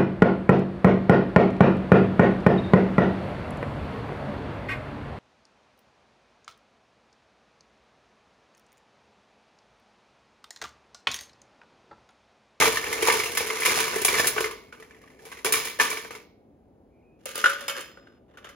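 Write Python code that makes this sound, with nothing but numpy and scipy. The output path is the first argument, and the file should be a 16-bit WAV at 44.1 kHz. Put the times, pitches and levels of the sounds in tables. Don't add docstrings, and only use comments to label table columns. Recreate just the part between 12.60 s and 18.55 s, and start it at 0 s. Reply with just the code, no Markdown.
import sys
import numpy as np
from scipy import signal
from scipy.fft import rfft, irfft
from scipy.io import wavfile
from scipy.ndimage import uniform_filter1d

SR = 44100
rng = np.random.default_rng(int(sys.argv[2]) if len(sys.argv) > 2 else 0)


def store_wav(level_fs):
    pcm = np.round(np.clip(np.atleast_2d(level_fs), -1, 1) * 32767)
    wavfile.write(sys.argv[1], SR, pcm.T.astype(np.int16))


N = 262395



def amp(db):
    return 10 ** (np.asarray(db) / 20)


def evened(x):
    return x / np.sqrt(np.mean(x ** 2) + 1e-20)


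def read(points, hz):
    f, value = np.transpose(points)
    return np.interp(np.log(hz + 1), np.log(f + 1), value)


def add(mix, s, sound):
    start = max(round(s * SR), 0)
    part = mix[..., start:][..., :sound.shape[-1]]
    part += sound[..., :part.shape[-1]]


def tone(hz, t):
    return np.sin(2 * np.pi * hz * t)


def colour(x, spectrum, size=4096):
    log_gain = np.log(amp(read(spectrum, abs(np.fft.fftfreq(size, 1 / SR)))))
    response = np.exp(np.conj(signal.hilbert(log_gain)))
    taps = np.fft.ifft(response).real[:size // 2]
    taps = taps / np.linalg.norm(taps)
    return signal.oaconvolve(x, taps[None], axes=1)[:, :N]


def fade(t, t60):
    return np.exp(-np.log(1000) * t / t60)


def dying(t, t60, rise):
    return (1 - np.exp(-t / rise)) * fade(t, t60)


def with_rebounds(hits, gap_s, loss_db, spread_octaves):
    s, hz, knock, crack, thud = np.transpose(hits)
    delay, detune = rng.random((len(hits), 2)).T
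    later_s = s + gap_s * (.5 + delay)
    other_hz = hz * 2 ** (spread_octaves * (2 * detune - 1))
    rebounds = [later_s, other_hz, knock - loss_db, crack - loss_db, thud - loss_db]
    return np.vstack([hits, np.transpose(rebounds)])


# frequency_hz, relative_level_db
CRACK_SPECTRUM = [(300, -20), (1500, -1), (3000, 3.5), (4500, -0.5), (6000, 1.5), (8000, -1.5),
                  (10000, -2.5), (12000, -5.5), (14500, -6.5), (16000, -17.5)]
SNAP_SPECTRUM = [(1000, -32.5), (4000, -22.5), (5200, -9.5), (6500, -4), (8500, 6), (10500, 2),
                 (12000, -0.5), (14000, -5), (16000, -3.5)]


def collisions(hits, clack_colour, thud_colour, knock_db, clack_db, crack_db, snap_db, thud_db,
               knock_t60, clack_t60, crack_t60, snap_t60, thud_t60):
    t = np.arange(SR // 6) / SR
    knocks, clacks, cracks, snaps, thuds = np.zeros((5, 2, N))
    for s, hz, knock, crack, thud, *_ in hits:
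        chatter = rng.standard_normal((4, 2, len(t)))
        add(knocks[0], s, amp(knock + knock_db) * dying(t, knock_t60, 0.00086) * tone(hz, t))
        add(clacks, s, amp(knock + clack_db) * dying(t, clack_t60, 0.00089) * chatter[0])
        add(cracks, s, amp(crack + crack_db) * dying(t, crack_t60, .0012) * chatter[1])
        add(thuds, s, amp(thud + thud_db) * dying(t, thud_t60, 0.0031) * chatter[2])
        brittle = 1 / (1 + amp(2 * (knock - crack)))
        add(snaps, s, brittle * amp(crack + snap_db) * dying(t, snap_t60, .0007) * chatter[3])
    out = knocks + colour(clacks, clack_colour) + colour(cracks, CRACK_SPECTRUM)
    return out + colour(snaps, SNAP_SPECTRUM) + colour(thuds, thud_colour)


def chips(per_s, spread_db):
    size = amp(spread_db * np.minimum(rng.exponential(1, N), 4))
    happens = rng.random(N) < per_s / SR
    return evened(size * happens * rng.standard_normal((2, N)))


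def jostle(per_s, t60, spread_db, centre_hz, spread_octaves, count=32):
    t, out = np.arange(SR // 20) / SR, np.zeros((2, N))
    clicks, cube = chips(per_s, spread_db), rng.integers(0, count, N)
    octaves = spread_octaves * np.arctanh(np.linspace(-.95, .95, count))
    for k, hz in enumerate(centre_hz * 2 ** octaves):
        knock = dying(t, t60, 0.00067) * tone(hz, t)
        out += signal.oaconvolve(clicks * (cube == k), knock[None], axes=1)[:, :N]
    return evened(out)


def stroke(t, length, sag):
    attack_s, release_t60 = 0.0014, 0.076
    held_db = -sag * np.minimum(t, length) - 60 * np.maximum(t - length, 0) / release_t60
    return np.clip(t / attack_s, 0, 1) * amp(held_db)


def grinding(strokes, clack_colour, thud_colour, small_knocks, knocks_db, clack_db, crack_db, thud_db, uneven_db):
    t, power = np.arange(SR) / SR, np.zeros((3, N))
    for s, length, level, sag, crispness, weight in strokes:
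        levels_db = [[level], [level + crispness], [level + weight]]
        add(power, s, (amp(levels_db) * stroke(t, length, sag)) ** 2)
    grind, crisp, push = np.sqrt(power)
    smooth_noise = uniform_filter1d(rng.standard_normal(N), size=260)
    clumps = evened(uniform_filter1d(smooth_noise, size=130))
    slips = evened(chips(per_s=2500, spread_db=-0.5) * amp(uneven_db * clumps))
    out = amp(knocks_db) * grind * small_knocks
    out += amp(clack_db) * colour(grind * slips, clack_colour)
    out += amp(crack_db) * colour(crisp * slips, CRACK_SPECTRUM)
    return out + amp(thud_db) * colour(push * slips, thud_colour)


def ring(x, modes):
    out = np.zeros_like(x)
    for hz, width, db in modes:
        r = np.exp(-np.pi * width / SR)
        turn = np.exp(2j * np.pi * hz / SR)
        out += 2 * amp(db) * signal.lfilter([1 - r], [1, -r * turn], x).real
    return out


# time_s, pitch_hz
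BUCKET_AIR_PITCH = [(0, 480), (.5, 450), (.8, 425), (1.2, 428), (1.55, 412), (1.85, 435), (2.9, 418),
                    (3.25, 420), (3.4, 470)]


def bucket_air(x, width_hz, db):
    hz = np.interp(np.arange(N) / SR, *np.transpose(BUCKET_AIR_PITCH))
    turn, r = np.exp(2j * np.pi * np.cumsum(hz) / SR), np.exp(-np.pi * width_hz / SR)
    smoothed = signal.lfilter([1 - r], [1, -r], x / turn)
    return 2 * amp(db) * (turn * smoothed).real


def tinkles(hits, db, t60, count=16):
    t, out = np.arange(SR // 6) / SR, np.zeros((2, N))
    for s, _, _, crack, *_ in hits:
        hz = rng.uniform(4600, 12500, (count, 1))
        tones = rng.choice([-1, 1], (2, count)) @ tone(hz, t) / np.sqrt(count)
        add(out, s, amp(crack + db) * dying(t, t60, 0.00045) * tones)
    return out


def booms(hits, db):
    t, out = np.arange(SR // 8) / SR, np.zeros((2, N))
    pitches_hz = rng.uniform(380, 490, len(hits))
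    for (s, *_, thud), hz in zip(hits, pitches_hz):
        add(out[0], s, amp(thud + db) * dying(t, .06, 0.0025) * tone(hz, t))
    return out


def clinks(hits, modes, crack_db, knock_db, reach_hz):
    t, out = np.arange(SR) / SR, np.zeros((2, N))
    hz, width, db = np.transpose(modes)[:, :, None]
    tones = amp(db) * np.exp(-np.pi * width * t) * tone(hz, t)
    places = rng.uniform(-1, 1, (len(hits), 2, len(modes)))
    for (s, pitch, knock, crack, *_), place in zip(hits, places):
        nearness = 1 / (1 + ((hz.T - pitch) / reach_hz) ** 2)
        drive = amp(crack + crack_db) + amp(knock + knock_db) * nearness
        add(out, s, (place * drive) @ tones)
    return out


# start_s, knock_pitch_hz, knock_level_db, crack_level_db, thud_level_db
BUCKET_HITS = [ (0.012, 2130, -14, -33.5, -22), (0.021, 880, -13, -20, -26),
               (0.054, 2240, -15.5, -22.5, -29), (0.074, 1860, -21, -25.5, -17),
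               (0.123, 2400, -30.5, -30.5, -35.5), (0.157, 2340, -28, -32, -56),
               (0.171, 1833, -18.5, -26, -35.5), (0.24, 2190, -27, -44, -51.5),
               (0.327, 2080, -24.5, -27, -46.5), (0.423, 1980, -27, -26.5, -23),
               (0.451, 2280, -25.5, -28.5, -38.5), (0.472, 1094, -18.5, -20.5, -26.5),
               (0.483, 917, -15, -25, -17), (0.498, 2150, -16, -27, -36.5),
               (0.521, 2420, -24, -24.5, -31.5), (0.537, 1500, -25.5, -32.5, -34),
               (0.567, 2130, -30, -30.5, -33.5), (0.599, 2240, -21.5, -27, -35),
               (0.635, 2120, -24, -29, -48.5), (0.659, 2740, -26.5, -30.5, -51.5),
               (0.718, 2160, -35.5, -35, -48.5), (0.75, 2240, -32, -32, -32),
               (0.772, 2090, -19.5, -21, -44), (0.805, 2300, -23.5, -29, -25),
               (0.868, 2250, -31, -32.5, -49), (0.901, 2130, -21.5, -34, -33.5),
               (1.003, 2270, -41.5, -32, -48), (1.02, 2030, -25, -38, -49), (1.032, 2330, -23, -29, -45),
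               (1.05, 1970, -26.5, -24.5, -31), (1.058, 2120, -15.5, -19, -29.5),
               (1.078, 2450, -26, -33.5, -25), (1.098, 2280, -23.5, -30.5, -28),
               (1.173, 1100, -31.5, -30.5, -22), (1.19, 2400, -22.5, -33, -40),
               (1.238, 2300, -29, -33, -41.5), (1.202, 2350, -26, -25.5, -42.5),
               (1.278, 2220, -28, -31.5, -43), (1.331, 1500, -29.5, -39.5, -27.5),
               (1.359, 1720, -34.5, -32, -21.5), (1.383, 1750, -30.5, -34.5, -38.5),
               (1.416, 1504, -32.5, -28.5, -30.5), (1.448, 2260, -26, -18.5, -22.5),
               (1.481, 2270, -19, -24.5, -33), (1.526, 2100, -29, -35, -28), (1.542, 2080, -20, -28.5, -36),
               (1.583, 1765, -19, -24.5, -39), (1.596, 1765, -17, -21, -20.5),
               (1.643, 1765, -26, -29, -41.5), (1.656, 1960, -32, -32.5, -31),
               (1.67, 950, -38.5, -21, -30.5), (1.763, 1160, -26.5, -45.5, -25),
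               (1.78, 1500, -17.5, -36.5, -23), (1.805, 1080, -25, -27.5, -24),
               (1.842, 2117, -21, -31, -30), (1.858, 1193, -28.5, -46, -43.5), (1.91, 1030, -35, -40, -57),
               (2.125, 1460, -38, -52, -51), (2.141, 1250, -46.5, -67, -57.5), (2.199, 1200, -46, -52, -50),
               (2.224, 1930, -41.5, -53, -48.5), (2.308, 1730, -46, -60, -60),
               (2.346, 1960, -49.5, -69, -60), (2.415, 1905, -53.5, -59.5, -61.5),
               (2.437, 1140, -49, -68, -55.5), (2.476, 1880, -48.5, -65, -59.5),
               (2.501, 2010, -52, -64, -63.5), (2.592, 1720, -49.5, -67, -57),
               (2.652, 2304, -48, -46.5, -46), (2.664, 1950, -48.5, -55, -44),
               (2.696, 2150, -57, -57, -56.5), (2.716, 2044, -36.5, -43.5, -50),
               (2.724, 1595, -35.5, -46, -45.5), (2.771, 2080, -39.5, -48, -49.5),
               (2.789, 1980, -42, -49.5, -51.5), (2.846, 1530, -24.5, -24, -28.5),
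               (2.862, 2320, -28.5, -32, -36), (2.89, 2250, -33.5, -37.5, -37),
               (2.905, 1080, -32.5, -40, -40.5), (2.923, 2390, -38, -20, -32.5),
               (2.938, 2340, -18.5, -33.5, -33), (2.953, 1750, -32, -33.5, -39.5),
               (2.969, 2220, -26.5, -28.5, -40.5), (2.999, 2305, -32.5, -39, -43.5),
               (3.052, 2350, -35.5, -32, -37.5), (3.07, 1940, -30, -33.5, -41.5),
               (3.096, 2350, -36.5, -40, -44), (3.189, 1740, -31.5, -34.5, -28),
               (3.198, 1744, -12, -23, -28), (3.203, 2384, -21, -35.5, -39.5),
               (3.211, 1617, -18, -23.5, -27.5), (3.222, 1190, -23, -29.5, -34),
               (3.254, 1180, -31, -34, -37), (3.279, 1770, -32.5, -41, -44), (3.302, 2370, -36, -31, -39.5),
               (3.313, 2320, -27, -39.5, -42.5), (3.327, 1765, -26, -36.5, -35),
               (3.371, 2240, -28.5, -35, -36), (3.447, 1560, -35.5, -49, -39.5),
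               (3.506, 1202, -34.5, -47.5, -35.5), (3.55, 2186, -36.5, -43.5, -41)]
# start_s, length_s, grinding_level_db, sag_db_per_s, crispness_db, push_on_vessel_db
BUCKET_STROKES = [ (0.0, 0.086, -21.5, 20.5, -3.5, 0), (0.1, 0.061, -31.5, 30, -2.5, -15),
                  (0.21, 0.29, -33.5, -12, -6.5, -1), (0.425, .12, -26, -14.5, -7.5, -9),
                  (0.55, 0.35, -31.5, 48.5, -1.5, 1), (0.775, 0.47, -34.5, -8.5, -5, -3),
                  (1.05, 0.2, -26.5, 12.5, -3, -6.5), (1.25, 0.19, -29.5, 23, -6, -4),
                  (1.485, 0.2, -25.5, 27.5, -4, -2.5), (1.7, 0.17, -34, 19.5, -5, -9),
                  (1.855, 0.284, -43, 88.5, -7, -17.5), (2.125, 0.46, -57.5, 8, -9.5, 1),
                  (2.59, .055, -61.5, -70.5, -3, 10), (2.655, 0.27, -48, 48.5, -6.5, -2),
                  (2.855, 0.042, -27.5, 191, -2.5, 3), (2.935, 0.24, -29.5, 92, -0.5, -3),
                  (3.205, 0.053, -29, 120.5, -0.5, 0), (3.25, 0.23, -34.5, 70.5, -2, -4),
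                  (3.506, .13, -39.5, 155, -8, -7.5)]
# pitch_hz, width_hz, relative_level_db
BUCKET_MODES = [(932, 24, -3), (985, 24, -4), (1150, 30, -1), (1185, 34, 2), (1522, 30, 3), (1745, 34, 2),
                (1765, 22, 2), (2075, 18, -2), (2186, 2.7, -14), (2262, 26, 0), (2325, 30, 0),
                (2385, 26, 2), (2520, 14, -7), (2815, 28, -2), (3460, 40, 0), (4160, 70, -4), (5085, 50, 2),
                (5295, 40, 1), (6500, 45, -2)]
# frequency_hz, relative_level_db
BUCKET_CLACK = [(300, -21.5), (650, -19.5), (1000, 6), (1500, 0), (2250, 1.5), (2900, -2.5), (4200, -15.5),
                (8000, -23.5), (16000, -52)]
BUCKET_THUD = [(25, -32.5), (50, -15), (120, -20), (220, -15), (330, -10), (440, 0), (560, -7), (650, -6.5),
               (800, -8), (1400, -29), (5000, -56.5)]


def ice_in_bucket(small_knocks):
    hits = with_rebounds(BUCKET_HITS, gap_s=0.019, loss_db=12, spread_octaves=0.31)
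    bucket = collisions(hits, BUCKET_CLACK, BUCKET_THUD,
                        knock_db=3.5, clack_db=-3.0, crack_db=-0.5, snap_db=6.5, thud_db=5.5,
                        knock_t60=0.033, clack_t60=0.051, crack_t60=.11, snap_t60=0.092, thud_t60=0.029)
    bucket += grinding(BUCKET_STROKES, BUCKET_CLACK, BUCKET_THUD, small_knocks,
                       knocks_db=-8.5, clack_db=-8, crack_db=2.0, thud_db=-6.5, uneven_db=0.5)
    wall = amp(-7.5) * ring(bucket, BUCKET_MODES)
    air = bucket_air(bucket, width_hz=49, db=-2.0)
    bucket += wall + air + tinkles(BUCKET_HITS, db=-5, t60=.045)
    bucket += booms(BUCKET_HITS, db=1.5)
    return bucket + clinks(BUCKET_HITS, BUCKET_MODES, crack_db=-14, knock_db=-10.5, reach_hz=200)


# frequency_hz, time_to_fall_60_db_s
KITCHEN_T60 = [(150, 0.96), (500, 0.57), (1700, 0.38), (4600, 0.51), (9000, 0.18), (15000, 0.47)]


def kitchen(x, onset):
    taps = rng.standard_normal((2, SR)) * (rng.random((2, SR)) < 5000 / SR)
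    hz, t, z = signal.stft(taps, SR, nperseg=256)
    fading = fade(t, read(KITCHEN_T60, hz)[:, None])
    tail = signal.istft(z * fading, SR, nperseg=256)[1]
    tail *= 1 - np.exp(-(np.arange(tail.shape[1]) / SR / onset) ** 2)
    tail = tail / np.linalg.norm(tail, axis=1, keepdims=True)
    return signal.fftconvolve(x[:1], tail, axes=1)[:, :N]


# frequency_hz, relative_level_db
HUM_SPECTRUM = [(20, -45), (30, -29), (45, -3), (70, -1.5), (110, -4), (180, -4.5), (250, 1.5), (330, -2),
                (480, -5), (800, -12), (1100, -24), (2200, -34.5), (3400, -40.5), (4200, -43.5),
                (8000, -45.5), (16000, -48.5)]


def room_hum(db):
    return amp(db) * colour(rng.standard_normal((2, N)), HUM_SPECTRUM)


# time_s, pitch_hz, relative_level_db, waver_hz
SQUEAK = [(4.29, 2250, -88, 90), (4.34, 2310, -73, 130), (4.42, 2400, -71, 130), (4.48, 2485, -68, 50),
          (4.53, 2510, -69, 50), (4.58, 2470, -75, 110), (4.63, 2380, -81, 150)]


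def squeak(db):
    s, *columns = np.transpose(SQUEAK)
    t, out = np.arange(s[0], s[-1], 1 / SR), np.zeros((2, N))
    hz, level, waver_hz = (np.interp(t, s, column) for column in columns)
    waver = evened(uniform_filter1d(rng.standard_normal(len(t)), size=120))
    phase = 2 * np.pi * np.cumsum(hz + waver_hz * waver) / SR
    add(out[0], s[0], amp(db + level) * np.sin(phase))
    return out


# start_s, knock_pitch_hz, knock_level_db, crack_level_db, thud_level_db, hollow_tone_level_db
SHAKER_HITS = [(4.656, 2740, -49, -35.5, -31.5, -40.5), (4.689, 3170, -39, -41, -63, -60),
               (4.755, 3060, -34.5, -30.5, -39, -60), (4.777, 2040, -34, -31.5, -36, -49),
               (4.8405, 1440, -3, -29, -26, -40), (4.8582, 1464, -2, -27, -29.5, -31),
               (4.893, 1440, -27, -33, -58, -33), (4.898, 1360, -15, -30.5, -48, -47),
               (5.008, 1790, -32, -38, -40.5, -36.5), (5.081, 2250, -23, -26, -39, -52),
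               (5.096, 3070, -19, -30, -55, -38), (5.152, 1645, -30, -46, -50, -40.5),
               (5.181, 1770, -31, -46, -50, -59), (5.208, 1510, -38, -38, -57.5, -68),
               (5.372, 1470, -38.5, -68, -51, -50.5), (5.471, 1520, -40.5, -75, -55.5, -73.5),
               (5.772, 1462, -40.5, -53, -60.5, -68), (5.844, 3130, -40, -48.5, -45, -59),
               (5.889, 2000, -40, -48, -55, -51)]
# start_s, length_s, grinding_level_db, sag_db_per_s, crispness_db, push_on_vessel_db
SHAKER_STROKES = [ (4.59, 0.13, -62.5, 24, 5.5, -16), (4.66, 0.13, -42.5, 69, 16, 0),
                  (4.775, 0.055, -35, 84, 12.5, -6.5), (4.87, 0.36, -29.5, 55, 2, -13),
                  (5.081, 0.11, -21, 248, -22, -8.5), (5.165, 0.16, -31, 160, 3, -8),
                  (5.25, 0.33, -51, 39, -9, -11.5), (5.68, 0.22, -61, -39, -9.5, -1),
                  (5.772, 0.022, -38.5, 294, -25, -14), (5.844, 0.11, -36.5, 174, -27, -20)]
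# pitch_hz, width_hz, relative_level_db
SHAKER_MODES = [(1163, 10, -4), (1217, 5, 0), (1368, 9, 2), (1420, 16, 0), (1475, 16, -2), (1543, 6, -1),
                (1600, 7, -3), (1720, 10, -2), (1853, 10, -1), (2065, 10, 1), (2210, 9, 0), (2374, 8, -4),
                (2562, 7, -4), (2805, 12, 2), (3005, 7, -4), (3085, 11, -2), (3135, 11, -1), (3572, 12, -2),
                (6730, 20, -7), (6930, 20, -7)]
# frequency_hz, relative_level_db
SHAKER_CLACK = [(300, -51.5), (800, -18), (1100, 4.5), (1400, 6), (1750, 6), (2070, 1.5), (2550, -6),
                (2900, 3), (3250, -6), (3550, 0.5), (4000, -11.5), (8000, -18), (16000, -56.5)]
SHAKER_THUD = [(25, -49.5), (60, -38.5), (150, -29.5), (330, -11), (470, -4), (550, -1.5), (680, -12.5),
               (850, -10.5), (1400, -23.5), (5000, -75.5)]


def ice_in_shaker(small_knocks):
    shaker = collisions(SHAKER_HITS, SHAKER_CLACK, SHAKER_THUD,
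                        knock_db=1.5, clack_db=-13.5, crack_db=-3.5, snap_db=9, thud_db=8.5,
                        knock_t60=0.028, clack_t60=0.06, crack_t60=0.14, snap_t60=0.028, thud_t60=0.032)
    shaker += grinding(SHAKER_STROKES, SHAKER_CLACK, SHAKER_THUD, small_knocks,
                       knocks_db=-20.5, clack_db=-9.5, crack_db=-13.5, thud_db=-5.5, uneven_db=3.0)
    shaker += amp(-13.5) * ring(shaker, SHAKER_MODES) + tinkles(SHAKER_HITS, db=-0.5, t60=.045)
    return shaker + clinks(SHAKER_HITS, SHAKER_MODES, crack_db=-9.5, knock_db=-25, reach_hz=300)


# time_s, pitch_hz
HOLLOW_PITCH = [(4.66, 530), (4.8, 505), (4.87, 545), (4.92, 562), (5.2, 560)]


def hollow(hits):
    t, power = np.arange(SR) / SR, np.zeros(N)
    for s, *_, db in hits:
        add(power, s, (amp(db) * dying(t, .32, 0.0048)) ** 2)
    hz = np.interp(np.arange(N) / SR, *np.transpose(HOLLOW_PITCH))
    note = np.sqrt(power) * np.sin(2 * np.pi * np.cumsum(hz) / SR)
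    return np.array([note, np.zeros(N)])


# start_s, relative_level_db
SCOOP_BLOWS = [(4.755, -10.5), (4.856, -2), (5.081, 2.5)]
# pitch_hz, relative_level_db, time_to_fall_60_db_s
SCOOP_MODES = [(5050, -49, .95), (5062, -48, .5), (5110, -25, .04), (5631, -60, .6), (5835, -47, .15),
               (6196, -55, .55), (7200, -48, .62), (7262, -38, .12), (9329, -57, .35), (9862, -58, .3)]


def scoop():
    put_down_s, damped_t60 = 5.58, .12
    t, out = np.arange(SR) / SR, np.zeros((2, N))
    for s, blow_db in SCOOP_BLOWS:
        for hz, db, t60 in SCOOP_MODES:
            add(out[0], s, amp(blow_db + db) * dying(t, t60, 0.00118) * tone(hz, t))
    since_put_down = np.maximum(np.arange(N) / SR - put_down_s, 0)
    return out * fade(since_put_down, damped_t60)


# frequency_hz, likeness (no unit, 1 is fully alike)
LIKENESS = [(60, .95), (125, .85), (400, .88), (800, .55), (1300, .65), (2300, .8), (3300, .3), (7000, .35),
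            (7900, .97), (8700, .97), (9900, .72), (10500, .98), (11200, .98), (12200, .6), (12700, .99),
            (13500, .99), (14200, .7), (15300, .98)]
# frequency_hz, lead_radians
LEAD = [(200, 0), (900, 1.2), (1600, 1.1), (2600, .3), (3800, .7), (5000, -1), (5900, -2.5), (6700, -.9),
        (7300, -1.4), (7800, -3.1), (8600, -3), (10400, 0), (11400, .1), (12600, 3), (13600, 3.2),
        (15100, 6.28)]
# frequency_hz, left_minus_right_db
TILT = [(60, 0.5), (110, -2), (200, 2), (380, 0.5), (650, 0.5), (1290, 2), (2380, -2), (4400, -4.5),
        (8120, 0.5), (15000, 0)]


def stereo_processing(x):
    hz, (common, spread) = np.fft.rfftfreq(2 * N, 1 / SR), rfft(x, 2 * N)
    like = np.clip(read(LIKENESS, hz), -1, 1)
    common, spread = common * np.sqrt((1 + like) / 2), spread * np.sqrt((1 - like) / 2)
    lean = amp(read(TILT, hz) / 2) * np.exp(.5j * read(LEAD, hz))
    left, right = (common + spread) * lean, (common - spread) / lean
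    return irfft(np.array([left, right]), 2 * N)[:, :N]


def scene():
    small_knocks = jostle(per_s=650, t60=0.024, spread_db=2.5, centre_hz=2163, spread_octaves=.3)
    bucket = ice_in_bucket(small_knocks)
    shaker = ice_in_shaker(small_knocks)
    room = kitchen(amp(-8.0) * bucket + amp(-8.5) * shaker, onset=0.0045)
    hum = room_hum(db=-57.5)
    mix = bucket + room + hum + squeak(db=-2.0) + shaker + hollow(SHAKER_HITS) + scoop()
    return stereo_processing(mix)


def record(dry):
    dry = signal.sosfilt(signal.butter(6, 38, "highpass", fs=SR, output="sos"), dry)
    low_pass = signal.firwin(401, 15850, window=("kaiser", 9), fs=SR)
    return signal.oaconvolve(dry, low_pass[None], "same")


dry = scene()
out = record(dry)
store_wav(out)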